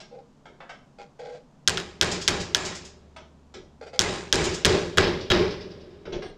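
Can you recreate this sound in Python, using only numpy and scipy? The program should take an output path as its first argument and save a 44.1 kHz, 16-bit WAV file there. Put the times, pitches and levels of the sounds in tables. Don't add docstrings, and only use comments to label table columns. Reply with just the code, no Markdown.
import sys
import numpy as np
from scipy import signal
from scipy.fft import rfft, irfft
from scipy.io import wavfile
from scipy.ndimage import uniform_filter1d, minimum_filter1d, map_coordinates

SR = 44100
rng = np.random.default_rng(int(sys.argv[2]) if len(sys.argv) > 2 else 0)


def log_audio(samples):
    frames = np.atleast_2d(samples).T
    limited = np.clip(frames, -1, 1)
    pcm = np.round(limited * 32767).astype(np.int16)
    wavfile.write(sys.argv[1], SR, pcm)


N = 280917
T = np.arange(SR) / SR
HZ = np.fft.rfftfreq(2 * SR, 1 / SR)
TOP_HZ = 15400


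def amp(db):
    return 10 ** (np.asarray(db) / 20)


def unit(x):
    return x / np.sqrt(np.mean(x ** 2) + 1e-20)


def along(points, hz):
    point_hz, values = np.transpose(points)
    return np.interp(np.log(hz + 1), np.log(point_hz + 1), values)


def resonances(modes):
    response = 0
    for k, (hz, width, db) in enumerate(modes):
        mode = 1j * HZ * width / (hz * hz - HZ ** 2 + 1j * HZ * width)
        response = response + (-1) ** k * amp(db) * mode
    return response


def shelf(db, corner_hz, order=6):
    return amp(db / (1 + (corner_hz / (HZ + 1)) ** order))


def colour(x, response):
    return irfft(rfft(x, 2 * SR) * response)[:SR]


def grains(response, spiky_db):
    unevenness = np.interp(T, np.linspace(0, 1, num=700), rng.standard_normal(size=700))
    sizes = amp(spiky_db * unevenness)
    return unit(colour(sizes * rng.standard_normal(SR), response))


def fade(rise, t60, hold=0, sag_db=0):
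    sag = -sag_db * np.minimum(T / (hold + 1e-6), 1)
    decay = -60 * np.maximum(T - hold, 0) / t60
    return (1 - np.exp(-T / rise)) * amp(sag + decay)


def add(track, s, sound):
    i = max(round(s * SR), 0)
    track[i:i + len(sound)] += sound[:N - i]


# frequency in Hz, time to fall by 60 dB in seconds.
GARAGE_DECAY = [(100, 0.67), (400, 0.42), (2000, 0.34), (6000, 0.34), (12000, 0.049)]


def in_garage(x, wet_db):
    hz, t, z = signal.stft(rng.standard_normal(SR), SR, nperseg=256)
    decay = amp(-60 * t / along(GARAGE_DECAY, hz)[:, None])
    tail = signal.istft(z * decay, SR, nperseg=256)[1]
    return x + amp(wet_db) * signal.fftconvolve(x, tail / np.linalg.norm(tail))[:SR]


# frequency in Hz, relative level in dB.
AIR_SPECTRUM = [(25, -8), (60, -13.5), (100, -15), (140, -12.5), (250, -6.5), (340, -16.5), (600, -17.5),
                (1000, -21), (2000, -34.5), (7000, -38.5), (10000, -52.5), (15000, -65.5)]
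# frequency in Hz, width in Hz, relative peak in dB.
DRONE_MODES = [(137.7, 12, -1), (162, 28, -6), (208, 6.4, -2.5), (258, 3.3, -3.5)]


def room_tone():
    spectrum = np.hypot(amp(along(AIR_SPECTRUM, HZ)), np.abs(resonances(DRONE_MODES)))
    fine_spectrum = np.interp(np.fft.rfftfreq(N, 1 / SR), HZ, spectrum)
    air = irfft(rfft(rng.standard_normal(N)) * fine_spectrum, N)
    return amp(-56.0) * unit(air)


# frequency in Hz, level after a 0 dB crack in dB, time to fall by 60 dB in seconds.
PANEL_HUM = (74, -59.5, 14)


def panel():
    hz, db, t60 = PANEL_HUM
    t = np.arange(N) / SR
    energy = np.zeros(N)
    for s, crack_db, *rest in BLOWS_STRUCK:
        energy += (t > s) * amp(crack_db - 60 * np.abs(t - s) / t60) ** 2
    drift = map_coordinates(rng.standard_normal(size=40), [t * 3])
    return amp(db) * np.sqrt(energy) * np.sin(2 * np.pi * hz * t + .3 * drift)


# start in seconds, end of pressure in seconds, level in dB, treble in dB.
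CREAK_STROKES = [(0.111, 0.188, -43.5, -21), (0.985, 1.019, -42, -8.5), (1.19, 1.351, -39, -8.5),
                 (3.811, 3.813, -36, -6.5), (3.863, 3.864, -39.5, -5.5), (3.931, 3.961, -38.5, -3.5)]
# frequency in Hz, width in Hz, relative peak in dB.
CREAK_MODES = [(475, 39.6, 6), (536, 100, 0.5), (640, 88, -4), (813, 32, -2.5), (1380, 120, -11),
               (1600, 72, -10), (2100, 270, -12.5), (2570, 60, -12.5), (3220, 160, -36), (4780, 240, -16.5)]
CREAK_RISE_S, CREAK_SOFTENS_DB = 0.0013, 9


def creaks():
    out = np.zeros(N)
    body = resonances(CREAK_MODES)
    for start, end, db, treble_db in CREAK_STROKES:
        gaps, sizes = rng.standard_normal((2, 90))
        times = np.cumsum(0.0055 * np.exp(.45 * gaps))
        times -= times[0]
        live = times < .3
        slips = np.bincount((times[live] * SR).astype(int), amp(1.9 * sizes[live]), SR)
        scratches = signal.fftconvolve(slips, fade(rise=0.00069, t60=0.027))[:SR]
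        grit = scratches * grains(amp(along(TAP_SPECTRUM, HZ)), spiky_db=2.5)
        tone = body * shelf(treble_db, corner_hz=1100) * shelf(-17.5, corner_hz=8000)
        creak = unit(colour(slips, tone)) + amp(treble_db - 6.5) * unit(grit)
        creak = in_garage(creak, wet_db=-2)
        creak /= np.sqrt(np.abs(uniform_filter1d(creak ** 2, size=900)) + 1e-2)
        rise = CREAK_RISE_S * 2 ** (-treble_db / CREAK_SOFTENS_DB)
        stroke = fade(rise=rise, t60=0.24, hold=abs(end - start), sag_db=0.5)
        add(out, start, amp(db) * creak * stroke)
    return out


# start in seconds, level in dB, treble in dB, upper edge in Hz, knock on the bench in dB.
LIGHT_TAPS = [(.002, -41.5, 3, 9100, -54.5), (.455, -43, -13.5, 9000, -49.5),
              (0.603, -37.5, -22.5, 8900, -63), (.692, -35.5, -9.5, 9000, -66),
              (3.1622, -40, -6, 8500, -56), (3.54, -38, -2.5, 9100, -43), (6.053, -36, -7.5, 5470, -35),
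              (6.122, -21, -3.5, 6200, -30), (6.22, -32, -3.5, 5640, -37.5)]
# frequency in Hz, relative level in dB.
TAP_SPECTRUM = [(250, -12), (700, 11), (1500, -6), (3300, 3.5), (5500, -1.5), (7400, -7), (9500, -21.5),
                (15000, -53)]
# frequency in Hz, width in Hz, relative peak in dB.
BLADE_MODES = [(1294, 59, 8), (1610, 114, 7.5), (2150, 160, 3.5), (3405, 120, 6), (5520, 330, 0)]
# frequency in Hz, gain in dB.
PUSH_TO_BENCH = [(30, 5.5), (70, -10.5), (170, -8), (380, -2), (600, -2.5), (2000, -11)]
# start in seconds, end of the sustain in seconds, level in dB.
BLADE_PINGS = [(3.163, 3.166, -56), (6.22, 6.302, -68.5)]
PING_HZ = 8580
TAP_RISE_S, RISE_DOUBLES_DB = 0.0012, 4.5


def taps():
    out = np.zeros(N)
    knock_colour = resonances(BENCH_MODES) * amp(along(PUSH_TO_BENCH, HZ))
    blade = np.hypot(amp(along(TAP_SPECTRUM, HZ)), amp(1.5) * np.abs(resonances(BLADE_MODES)))
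    for s, db, treble_db, edge_hz, knock_db in LIGHT_TAPS:
        rise = TAP_RISE_S * 2 ** ((db + 40) / RISE_DOUBLES_DB)
        upper_edge = 1 / np.sqrt(1 + (HZ / edge_hz) ** 16)
        tone = blade * shelf(treble_db, corner_hz=3160) * upper_edge
        tick = amp(db) * grains(tone, spiky_db=1) * fade(rise=rise, t60=0.067)
        knock = amp(knock_db) * grains(knock_colour, spiky_db=4)
        knock *= fade(rise=0.01, t60=0.43, hold=0.042, sag_db=0.5)
        add(out, s, in_garage(tick, wet_db=1.0) + knock)
    for start, end, db in BLADE_PINGS:
        ping = amp(db) * np.sin(2 * np.pi * PING_HZ * T)
        add(out, start, ping * fade(rise=0.0033, t60=0.053, hold=abs(end - start)))
    return out


# first landing in seconds, end of the bout in seconds, level of the first landing in dB.
ROCKING_BOUTS = [(2.112, 2.27, -25.5), (2.4, 2.46, -30.5), (2.648, 2.92, -29.5), (4.437, 4.6, -25.5),
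                 (4.856, 4.92, -49.5), (5.204, 5.26, -37.5), (5.504, 5.95, -37)]
# frequency in Hz, relative level in dB.
CLINK_SPECTRUM = [(800, -21), (3000, -3), (4300, -2), (5200, 3), (5800, -2), (7400, -3), (9000, -21),
                  (15000, -46)]
ROCK_PERIOD_S, ROCK_LOSS_DB = .099, 5.5
CLINK_TREBLE_DB, CLINK_TREBLE_GROWS = -1, 1


def clinks():
    out = np.zeros(N)
    for start, end, db in ROCKING_BOUTS:
        crack_db = [blow[1] for blow in BLOWS_STRUCK if blow[0] < start][-1]
        treble_db = CLINK_TREBLE_DB + CLINK_TREBLE_GROWS * crack_db
        tone = amp(along(CLINK_SPECTRUM, HZ)) * shelf(treble_db, corner_hz=6100, order=16)
        for k, s in enumerate(np.arange(start, end, ROCK_PERIOD_S)):
            buzz = amp(db - ROCK_LOSS_DB * k) * grains(tone, spiky_db=-1.5)
            buzz *= fade(rise=0.0078, t60=0.096, hold=0.0071, sag_db=-0.5)
            add(out, s, in_garage(buzz, wet_db=-3.5))
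    return out


def jingle(pitch_hz, spread, t60, seconds, count=40):
    pitch, size = rng.standard_normal((count, 2)).T[:, :, None]
    start = (rng.random((count, 1)) * seconds * SR).astype(int)
    t = T[:SR // 8]
    hz = np.minimum(pitch_hz * np.exp(spread * np.tanh(pitch)), TOP_HZ)
    rings = amp(1.8 * size - 60 * t / t60) * np.sin(2 * np.pi * hz * t)
    return np.bincount((start + np.arange(len(t))).ravel(), rings.ravel(), SR)


# frequency in Hz, typical relative level in dB, time to fall by 60 dB in seconds.
STEEL_MODES = [(1420, -7, .15), (1585, -2, .11), (1688, -6, .3), (2010, -10, .25), (3000, -6, .1),
               (3245, -2, .1), (3340, -6, .15), (3850, -5, .14), (4054, -9, .25), (4523, -8, .18),
               (5083, -6, .24), (6110, -12, .13), (6800, -14, .13), (7751, -21, .3)]


def steel_ring(scatter_db, blur):
    hz, db, t60 = np.transpose(STEEL_MODES)[:, :, None]
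    level = db + scatter_db * rng.standard_normal(hz.shape)
    t = T[:SR // 3]
    wander = np.cumsum(rng.standard_normal((len(hz), len(t))), axis=1) / np.sqrt(SR)
    phase = rng.random(hz.shape) + blur * wander
    ring = np.sum(amp(level - 60 * t / t60) * np.sin(2 * np.pi * (hz * t + phase)), axis=0)
    return np.pad(ring, (0, SR - len(t)))


# start in seconds, crack peak in dB, force passed on to the bench in dB,
# shaking time in seconds.
BLOWS_STRUCK = [(1.6759, 5.5, -35, 0.094), (1.773, -9.5, -41.5, .02), (2.0122, 3, -30.5, 0.14),
                (2.2781, 2, -30, 0.11), (2.5476, 5, -37.5, .17), (3.9923, 6, -30.5, 0.16),
                (4.3267, 5, -27, 0.18), (4.6484, 0.5, -21.5, .12), (4.9729, -16, -20.5, 0.11),
                (5.302, -19.5, -20.5, 0.11)]
# frequency in Hz, width in Hz, relative peak in dB.
SHAFT_MODES = [(1600, 33, -10.5), (3350, 670, -5), (5520, 730, -5), (6395, 470, -8)]
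# frequency in Hz, width in Hz, relative peak in dB.
BENCH_MODES = [(39.1, 44, -5), (83.4, 11.4, 5), (107.5, 14, 1), (172.2, 18.8, 6.5), (229, 90, -5),
               (363.7, 45.7, 7), (426.5, 92, 1), (604, 26, -2.5)]
# frequency in Hz, width in Hz, relative peak in dB.
TOOL_MODES = [(802, 30, 9), (1053, 16, 8.5), (1275, 11, 4.5), (1655, 49, 7), (1960, 56, 2), (2420, 31, 0.5),
              (3830, 17, 7.5), (4050, 10, -13), (4523, 30, -7.5), (4920, 60, 1.5), (5200, 65, -6.5),
              (7180, 41, -6.5), (7300, 13, -7.5), (8210, 32, -13)]
# frequency in Hz, relative level in dB.
CLANG_SPECTRUM = [(300, -18), (900, -13), (1550, -1.5), (2300, -7.5), (3400, -4.5), (4400, -4.5),
                  (5500, -2.5), (6800, -5), (8000, -9), (11000, -23), (15000, -36.5)]
# frequency in Hz, relative level in dB.
CHATTER_SPECTRUM = [(150, -8), (450, 7), (1000, 4), (1700, 2), (2600, 1), (3600, 0), (5400, -4.5),
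                    (7300, -15), (8600, -26.5), (11000, -37), (15000, -59)]
USUAL_FORCE_DB = -30
CLANG_DB, CLANG_GROWS = -21, 0.51
CHATTER_DB, CHATTER_GROWS = -27, 0.55
HARDNESS_DB, HARDNESS_GROWS = -5, 0.61
SPARKLE_DB, SPARKLE_GROWS = 5, 0.69
PUSH_DB = 4


def hammering():
    out = np.zeros(N)
    shaft, bench = resonances(SHAFT_MODES), resonances(BENCH_MODES)
    heave = colour(T == 0, bench / (1 + 1j * HZ / 200) ** 2)
    heave *= amp(PUSH_DB) / np.abs(heave).max()
    clang_colour = amp(along(CLANG_SPECTRUM, HZ))
    chatter_colour = amp(along(CHATTER_SPECTRUM, HZ))
    tools = np.hypot(chatter_colour, np.abs(resonances(TOOL_MODES)))
    for s, crack_db, force_db, shaking in BLOWS_STRUCK:
        extra_db = force_db - USUAL_FORCE_DB
        hardness = shelf(HARDNESS_DB + HARDNESS_GROWS * crack_db, corner_hz=4400)

        crack = colour(T == T[round(.0003 * SR)], shaft * hardness)
        crack *= amp(crack_db) / np.abs(crack).max()

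        clang = amp(3.5) * grains(clang_colour * hardness, spiky_db=10) * fade(rise=0.00018, t60=0.12)
        clang += amp(-8) * steel_ring(scatter_db=5.0, blur=2.2)
        clang *= amp(CLANG_DB + CLANG_GROWS * extra_db)

        sparkle_db = SPARKLE_DB + SPARKLE_GROWS * crack_db
        brightness = shelf(sparkle_db, corner_hz=6200, order=16)
        brightness = brightness * shelf(-sparkle_db, corner_hz=10500, order=16)
        touches = jingle(pitch_hz=3753, spread=.7, t60=.06, seconds=0.41)
        chatter = grains(tools * brightness, spiky_db=-1.5)
        chatter += amp(-5) * colour(touches, brightness * chatter_colour)
        chatter *= amp(CHATTER_DB + CHATTER_GROWS * extra_db)
        chatter *= fade(rise=0.0092, t60=0.57, hold=shaking, sag_db=7.0)

        thud = grains(bench * shelf(-0.5 + 0.34 * extra_db, corner_hz=287), spiky_db=-1.5)
        settling = amp(-14) * fade(rise=0.016, t60=2.77)
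        thud *= fade(rise=0.0041, t60=0.5, hold=shaking, sag_db=3.5) + settling
        buzz = grains(tools * brightness * shelf(-4.5, corner_hz=6540), spiky_db=1.0)
        thud += amp(-25.5) * buzz * fade(rise=0.067, t60=2.5)

        add(out, s, crack + clang + chatter + amp(force_db) * (thud + heave))
    return out


def scene():
    mono = room_tone() + panel() + creaks() + taps() + clinks() + hammering()
    return np.array([mono, mono])


CEILING_DB = 1


def record(dry):
    needed = np.minimum(1, amp(CEILING_DB) / (np.abs(dry) + 1e-9))
    gain = uniform_filter1d(minimum_filter1d(needed, size=15), size=15)
    limited = dry * gain
    clipped = limited / (1 + np.abs(limited) ** 12) ** (1 / 12)
    low_pass = signal.ellip(10, .1, 80, TOP_HZ, fs=SR, output="sos")
    return signal.sosfilt(low_pass, clipped)


dry = scene()
out = record(dry)
log_audio(out)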